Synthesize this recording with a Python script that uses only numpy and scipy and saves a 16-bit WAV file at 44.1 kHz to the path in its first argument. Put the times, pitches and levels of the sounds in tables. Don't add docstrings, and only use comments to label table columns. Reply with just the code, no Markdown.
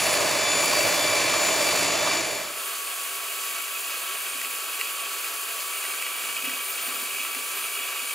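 import sys
import numpy as np
from scipy import signal
from scipy.fft import rfft, irfft, next_fast_len
from scipy.io import wavfile
from scipy.ndimage import uniform_filter1d

SR = 44100
rng = np.random.default_rng(int(sys.argv[2]) if len(sys.argv) > 2 else 0)


def ratio_of_db(decibels):
    return 10 ** (np.asarray(decibels, float) / 20)


def output_pcm(signal):
    pcm = np.clip(np.atleast_2d(signal).T, -1, 1) * 32767
    wavfile.write(sys.argv[1], SR, np.round(pcm).astype(np.int16))


N = 358974
TIME_S = np.arange(N) / SR
SIZE = next_fast_len(N + 4096)
BINS_HZ = np.maximum(np.arange(SIZE // 2 + 1) * SR / SIZE, 1)
WIRES_PER_TURN = 0.1876


def curve(rows):
    at_s, values = np.transpose(rows)
    return np.interp(TIME_S, at_s, values)


def swells(rows, half_s):
    t = np.arange(0, N + 64, 64) / SR
    lift_db = sum(db * np.exp(-((t - s) / half_s) ** 2) for s, db in rows)
    return np.interp(TIME_S, t, lift_db)


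def rms_one(x):
    return x / np.sqrt(np.mean(x ** 2) + 1e-20)


def drift(rate):
    r = np.exp(-80 * np.pi * rate / SR)
    slow = signal.lfilter([1], [1, -2 * r, r * r], rng.standard_normal(N // 40 + 2002))[2000:]
    return np.interp(np.arange(N) / 40, np.arange(len(slow)), rms_one(slow))


def shaped(x, response):
    return irfft(rfft(x, SIZE) * response, SIZE)[:N]


def slope(points):
    hz, db = np.transpose(points)
    return ratio_of_db(np.interp(np.log(BINS_HZ), np.log(hz), db))


def bell(centre_hz, width_hz):
    return 1 / (1 + (2 * (BINS_HZ - centre_hz) / width_hz) ** 2)


def air(spectrum, shell, bands, load, patchy_db):
    shell_db = sum(lift_db * bell(hz, width_hz) for hz, width_hz, lift_db in shell)
    colour = slope(spectrum) * ratio_of_db(shell_db)
    out = 0
    for low_hz, high_hz, level_db, throb in bands:
        window = np.sqrt(1 / (1 + (low_hz / BINS_HZ) ** 8) / (1 + (BINS_HZ / high_hz) ** 8))
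        noise = rms_one(shaped(rng.standard_normal(N), colour * window))
        flicker = ratio_of_db(patchy_db * (drift(5.0) + drift(27)))
        out = out + ratio_of_db(level_db) * flicker * (1 + throb * load) * noise
    return out


# f/Hz, level/dB [per Hz]
NEAR_AIR_COLOUR = [(24, -57), (40, -26.5), (327, -9.5), (608, -3.5), (1340, -11.5), (2310, -9), (3310, -13),
                   (6450, -14.5), (7400, -12), (8390, -15), (12000, -13), (13800, -13.5), (14200, -19),
                   (15700, -17)]
# f/Hz, width/Hz, level/dB [over the air]
NEAR_SHELL_RINGS = [(107.4, 30, 10), (169, 25, 6.5), (287, 25, 5.5), (335, 22, 8.5), (406, 16, 6),
                    (475, 30, 0.5), (595.4, 54, 9), (643, 30, 7), (702, 19, 4), (1110, 290, 5),
                    (1732, 57, 5), (2080, 53, 2.5), (2630, 250, 4), (4490, 310, 6), (5230, 210, 3),
                    (6080, 150, 4), (12500, 500, 2)]


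def near_air(load, spray):
    boom_db = -29.1 + 2.2 * spray
    air_db = -25.1 + 0.47 * spray
    hiss_db = -38 + 6 * spray
    bands = [(20, 920, boom_db + 0.63 * drift(10.6), 0.072),
             (970, 7950, air_db + 0.5, 0.12),
             (7150, 10800, hiss_db + 0.7, 0.14),
             (11500, 18000, hiss_db - 4.0 + 1.5 * drift(10), 0.12)]
    return air(NEAR_AIR_COLOUR, NEAR_SHELL_RINGS, bands, load, patchy_db=0.43)


def beaters_raised():
    raise_s, takes_s = 5.74, 0.05
    return 0.5 + 0.5 * np.tanh((TIME_S - raise_s) / takes_s)


# f/Hz, level/dB [per Hz]
FAR_AIR_COLOUR = [(35, -95), (60, -72), (180, -37), (394, -12.5), (889, -15), (1120, -6.5), (2050, -13),
                  (2530, -4.5), (3930, -11), (5500, -10.5), (7370, -5.5), (10700, -8), (13500, -8),
                  (15700, -8.5)]
# f/Hz, width/Hz, level/dB [over the air]
FAR_SHELL_RINGS = [(402, 27, 3), (679.6, 25, 8), (1318, 39, 8.5), (1620, 59, 6), (1940, 49, 4),
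                   (4370, 260, 4), (4870, 520, 2.5), (5520, 190, -8.5), (7500, 110, 3.5), (7960, 47, -4),
                   (8460, 67, -8), (10740, 400, 6), (11500, 300, 0), (13200, 470, 2.5)]
# t/s, level/dB [lift]
BOWL_ROCKING = [
    (2.7, 2.5),
    (4.04, 2.5),
    (4.42, 6),
    (5.04, 4),
    (6.2, 6),
    (6.44, 12),
    (6.86, 11),
    (7.1, 9),
    (7.3, 5),
    (7.64, 5),
]


def far_air(load):
    air_db = -39
    hiss_db = -38.5 - 0.27 * beaters_raised()
    rumble_db = -70.5 + swells(BOWL_ROCKING, half_s=0.15)
    bands = [(20, 208, rumble_db - 0.3, 0.04),
             (234, 3610, air_db + 2.0, 0.027),
             (3550, 8600, hiss_db + 0.45, 0.04),
             (9760, 14700, hiss_db + 1.5, 0.065)]
    return air(FAR_AIR_COLOUR, FAR_SHELL_RINGS, bands, load, patchy_db=0.56)


def strikes(events, modes, low_hz, soft_hz, spread_db):
    at_s, peak_db = np.transpose(events)
    at = (at_s * SR).astype(int)
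    luck = rng.standard_normal((len(at), len(modes)))
    rub = rng.choice([-1, 1], N)
    contact_s = 0.00002
    fading = np.exp(-1 / (contact_s * SR))
    out = np.zeros(N)
    for k, (hz, level_db, t60) in enumerate(modes):
        clicks = np.full(N, 1e-18)
        clicks[at] = ratio_of_db(peak_db + level_db + spread_db * luck[:, k])
        push = rub * signal.lfilter([np.sqrt(1 - fading ** 2)], [1, -fading], clicks)
        r = ratio_of_db(-60 / (t60 * SR))
        w = 2 * np.pi * hz / SR
        out += (-1) ** k * signal.lfilter([0, np.sin(w)], [1, -2 * r * np.cos(w), r * r], push)
    band = signal.butter(4, [low_hz, soft_hz], "band", fs=SR, output="sos")
    return signal.sosfilt(band, out)


# t/s, level/dB [peak]
BOWL_THUDS = [(.655, -28), (3.3, -59), (3.65, -61), (4.345, -48), (4.39, -50), (4.455, -45), (4.98, -60),
              (6.43, -36), (6.47, -37), (6.53, -41), (6.875, -36), (6.94, -40), (7.02, -39), (7.195, -43),
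              (7.36, -41), (7.795, -42.5), (8.02, -49)]
# f/Hz, level/dB, time to fade by 60 dB/s
COUNTER_MODES = [(255.5, 5, 0.26), (290, 0, .25), (227, -7, .12), (185, -20, 0.11), (442, -6, .1),
                 (520, -5, .1)]


def counter_thuds():
    return ratio_of_db(-11.5) * strikes(BOWL_THUDS, COUNTER_MODES, low_hz=170, soft_hz=650, spread_db=2.0)


# t/s, level/dB [peak]
BATTER_SLAPS = [
    (.635, -24),
    (.733, -17),
    (.97, -30),
    (1.335, -23.5),
    (1.535, -25),
    (1.995, -24),
    (2.072, -22),
]
# f/Hz, level/dB, time to fade by 60 dB/s
BATTER_MODES = [(614, -16, 0.055), (920, 2, 0.065), (1094, 4.5, 0.073), (1190, 2, 0.066)]


def batter_slaps():
    return ratio_of_db(-5.5) * strikes(BATTER_SLAPS, BATTER_MODES, low_hz=400, soft_hz=1600, spread_db=3.0)


# t/s, level/dB [peak]
WIRE_KNOCKS = [(0.0664, -12), (0.1404, -10.5), (0.8054, -13), (0.8794, -15), (1.6884, -13), (1.8317, -10),
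               (3.438, -25), (3.6794, -23), (4.356, -24), (4.4148, -18), (4.447, -19), (4.4547, -22),
               (4.798, -21), (4.8074, -14.5), (4.8122, -14.5), (4.816, -20), (5.8391, -26), (5.8514, -20),
               (6.024, -13), (6.0651, -20), (6.2516, -18.5), (6.4514, -16), (6.455, -16), (6.495, -19),
               (6.6548, -28), (6.787, -25), (7.2494, -18), (7.3483, -16), (7.6906, -22)]
# f/Hz, level/dB, time to fade by 60 dB/s
GLASS_MODES = [(1110, -11, 0.011), (1510, -9.5, .012), (1945, -8.5, 0.053), (2360, -3.5, .015),
               (2530, -5.5, .018), (2700, -0.5, 0.017), (2950, -13, .012), (3920, -9, .008),
               (5100, -5, .005), (7800, -2, .004), (10300, -5, .004), (12500, 0, .004)]


def glass_knocks():
    return ratio_of_db(-8.0) * strikes(WIRE_KNOCKS, GLASS_MODES, low_hz=900, soft_hz=14500, spread_db=2.5)


def flicks(turns, spray):
    cycle = 0.0929 * turns + 0.21
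    level_db = 1.5 * rng.standard_normal(400) + 4 * (-1) ** np.arange(400)
    strength = ratio_of_db(level_db)[cycle.astype(int)]
    since_s = (cycle % 1) / np.gradient(cycle) / SR
    fade_s = 0.002
    puffs = strength * np.exp(-since_s / fade_s) * np.clip(spray, 0, 1) ** 2 * rng.standard_normal(N)
    bright = signal.butter(2, 7000, "high", fs=SR, output="sos")
    return ratio_of_db(-22) * signal.sosfilt(bright, puffs)


# t/s, level/dB
STIRRING = [(2.64, -45), (3.24, -40.5), (3.5, -38.5), (4.04, -38), (4.24, -39.5), (4.44, -37), (4.64, -40),
            (5.0, -36), (5.3, -40.5), (5.64, -38.5), (6.04, -35), (6.24, -38.5), (6.44, -33), (6.64, -38),
            (7.04, -38), (7.24, -33.5), (7.44, -40.5), (7.66, -35)]
# f/Hz, width/Hz, level/dB
GEAR_CASE_MODES = [(2310, 190, -6), (2540, 220, -1), (2874, 45, 1.5), (3144, 40, -1.5), (3403, 67, -7.5)]


def gear_rattle(wires):
    case = np.sqrt(sum(ratio_of_db(2 * db) * bell(hz, width_hz) ** 2 for hz, width_hz, db in GEAR_CASE_MODES))
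    bunching = ratio_of_db(3.0 * np.cos(wires + 0.8 * drift(8)) + 2.2 * drift(14))
    contacts = rng.random(N) < 900 * bunching / SR
    sizes = rng.standard_normal(N) * ratio_of_db(2.0 * np.minimum(rng.exponential(1, N), 4))
    return ratio_of_db(curve(STIRRING) - 3.0) * rms_one(shaped(contacts * sizes, case))


def whine(turns, levels, faint, wobble, waver_db):
    angle = 2 * np.pi * turns + wobble * drift(24)
    out = 0
    for k, db in list(levels) + list(faint):
        wavering_db = db + waver_db * np.sqrt(k) * drift(11.4)
        out = out + np.sqrt(2) * ratio_of_db(wavering_db) * np.sin(k * angle + k * k)
    return out


NEAR_WHINE_LEVELS = [-35, -40, -39.5, -35, -43]
# t/s, level/dB [lift]
NEAR_WHINE_BEAMS = [
    [(.2, -3.5), (.55, 2), (.8, 5), (1.1, 4), (1.27, 1.5), (1.44, 5), (1.62, 1.5), (1.9, -4), (2.16, 3.5)],
    [(.5, 6.5), (1.03, 6.5), (1.68, 3), (2.1, 2)],
    [(.12, 2), (.77, 8.5), (1.08, 3), (1.33, -5), (1.68, 4.5), (1.9, 0), (2.2, 2.5)],
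    [(.1, 2), (.34, -2), (.53, 7), (1.43, 5.5), (2.15, 3)],
    [(.05, 8.5), (.57, 7), (1.1, 6.5), (1.45, 3), (2.3, 6)],
]
# multiple of the rotor speed, level/dB
NEAR_FAINT_WHINES = [(32, -53), (48, -49), (1, -49)]


def near_whine(turns):
    levels_db = [db + swells(beams, half_s=0.11) for db, beams in zip(NEAR_WHINE_LEVELS, NEAR_WHINE_BEAMS)]
    levels = zip((8, 12, 16, 24, 36), levels_db)
    return whine(turns, levels, NEAR_FAINT_WHINES, wobble=0.0073, waver_db=0.34)


FAR_WHINE_LEVELS = [-46.5, -56.5, -49.5, -53]
RAISED_WHINE_LIFTS = [-1.5, 9, 4.5, 6]
# t/s, level/dB [lift]
FAR_WHINE_BEAMS = [
    [(2.72, 2), (3.5, 3.1), (4.1, 2.7), (4.65, 1.99), (5.0, 4.5), (5.7, 3)],
    [(2.55, -7), (3.15, 6), (3.6, 8.5), (4.4, -1), (5.05, 5), (6.05, 1), (7.7, 1)],
    [(2.6, 8), (2.87, 5.5), (3.1, 2), (3.7, -4), (4.3, 6), (4.58, 4), (5.4, -2), (5.88, 6), (6.47, -4),
     (6.92, 3), (7.2, 1), (7.42, 1), (7.85, -3)],
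    [(3.03, -7), (3.3, 4), (4.1, 3), (5.25, 5), (6.35, -3), (6.9, 3), (7.85, -5)],
]
# multiple of the rotor speed, level/dB
FAR_FAINT_WHINES = [(24, -62)]


def far_whine(turns, wires):
    raised = beaters_raised()
    gear_db, slot_db, bar_db, top_db = [
        db + lift_db * raised + swells(beams, half_s=0.1)
        for db, lift_db, beams in zip(FAR_WHINE_LEVELS, RAISED_WHINE_LIFTS, FAR_WHINE_BEAMS)]
    levels = zip((4, 32, 48), (gear_db, bar_db, top_db))
    tones = whine(turns, levels, FAR_FAINT_WHINES, wobble=0.014, waver_db=0.55)
    shake = 1 + 0.99 * np.cos(wires)
    slot_tone = np.sin(16 * np.pi * turns + 0.2 * np.sin(wires))
    return tones + np.sqrt(2) * ratio_of_db(slot_db + 2.5) * shake * slot_tone


# t/s, f/Hz
NEAR_ROTOR_SPEED = [(0, 290.2), (.2, 290.4), (.6, 292.15), (.83, 291.2), (1.5, 293.4), (1.79, 290.8),
                    (2.0, 291.0), (2.25, 292.5), (2.55, 291.0)]
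# t/s, strength [0-1]
BATTER_SPRAY = [
    (0, 0.8),
    (.1, .8),
    (.52, 0.11),
    (.63, 1),
    (.92, .95),
    (1.24, .15),
    (1.55, 0.9),
    (1.79, 0.92),
    (1.9, .05),
    (2.1, 0.2),
]


def near_shot():
    turns = np.cumsum(curve(NEAR_ROTOR_SPEED)) / SR
    spray = curve(BATTER_SPRAY)
    load = np.sin(2 * np.pi * WIRES_PER_TURN * turns + 1.3 * drift(4.3))
    return near_air(load, spray) + flicks(turns, spray) + near_whine(turns)


# t/s, f/Hz
FAR_ROTOR_SPEED = [(2.6, 282.8), (2.76, 281.4), (3.1, 280.9), (3.62, 283.2), (4.0, 282), (4.4, 281.2),
                   (4.53, 282.7), (4.85, 282.1), (5.0, 283.9), (5.42, 282.6), (5.5, 283.6), (5.85, 284.8),
                   (6.05, 286.9), (6.95, 286.9), (7.2, 288.3), (7.4, 287), (7.57, 289.3), (7.8, 286.8)]


def far_shot():
    turns = np.cumsum(curve(FAR_ROTOR_SPEED)) / SR
    wires = 2 * np.pi * WIRES_PER_TURN * turns
    return far_air(np.cos(wires)) + gear_rattle(wires) + far_whine(turns, wires)


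def ports(x, table, lean, diffuse):
    turn = np.exp(2j * np.pi * uniform_filter1d(rng.standard_normal(len(BINS_HZ)), size=9) * 3)
    share = np.clip(diffuse, 0, 1)
    ratio = slope(table)
    tilt = slope(lean)
    mid = (BINS_HZ < 15725) / np.sqrt(1 + ratio ** 2)
    side = mid * ratio * (1j * np.sqrt(1 - share) + np.sqrt(share) * turn)
    side = side + mid * (tilt - 1) / (tilt + 1)
    return np.array([shaped(x, mid + side), shaped(x, mid - side)])


# f/Hz, level/dB [side over mid]
NEAR_PORT_SIDES = [(600, -7), (1400, -11), (2200, -26), (3000, -12), (4700, -14), (5600, -24), (7800, -28),
                   (8300, 1), (10100, -4), (10700, -30), (11900, -8), (12500, 0), (12950, 28), (13750, 30),
                   (14000, 2), (14800, -17)]
FAR_PORT_SIDES = [(60, -19), (400, -16), (800, -10), (1300, -14), (2300, -8), (3000, -4), (4300, -9),
                  (5200, -24), (9000, -28), (13700, -27), (15500, -32)]
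# f/Hz, level/dB [left minus right]
NEAR_PORT_LEAN = [(60, -1), (130, -4.5), (290, 0), (640, -2.5), (1410, -1.5), (3100, -1), (6820, 1.5),
                  (15000, 0.0)]
FAR_PORT_LEAN = [(60, 0.0), (130, 1), (290, -1.3), (640, -1), (1410, -0.5), (3100, -2.2), (6820, 0.5),
                 (15000, 2)]
# t/s, gain
NEAR_FADE_OUT = [
    (2.08, 0.87),
    (2.3, 0.55),
    (2.5, 0.2),
    (2.66, 0.0012),
]
FAR_FADE_IN = [
    (2.1, .001),
    (2.35, 0.42),
    (2.56, 0.8),
    (2.6, 1.13),
]


def scene():
    bowl = counter_thuds() + glass_knocks()
    far = ports(bowl + far_shot(), FAR_PORT_SIDES, FAR_PORT_LEAN, diffuse=0.62)
    near = ports(bowl + batter_slaps() + near_shot(), NEAR_PORT_SIDES, NEAR_PORT_LEAN, diffuse=0.42)
    return curve(NEAR_FADE_OUT) * near + curve(FAR_FADE_IN) * far


def top_cut(x):
    return signal.sosfilt(signal.butter(12, 16520, fs=SR, output="sos"), x)


def record(dry):
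    return top_cut(dry)


dry = scene()
out = record(dry)
output_pcm(out)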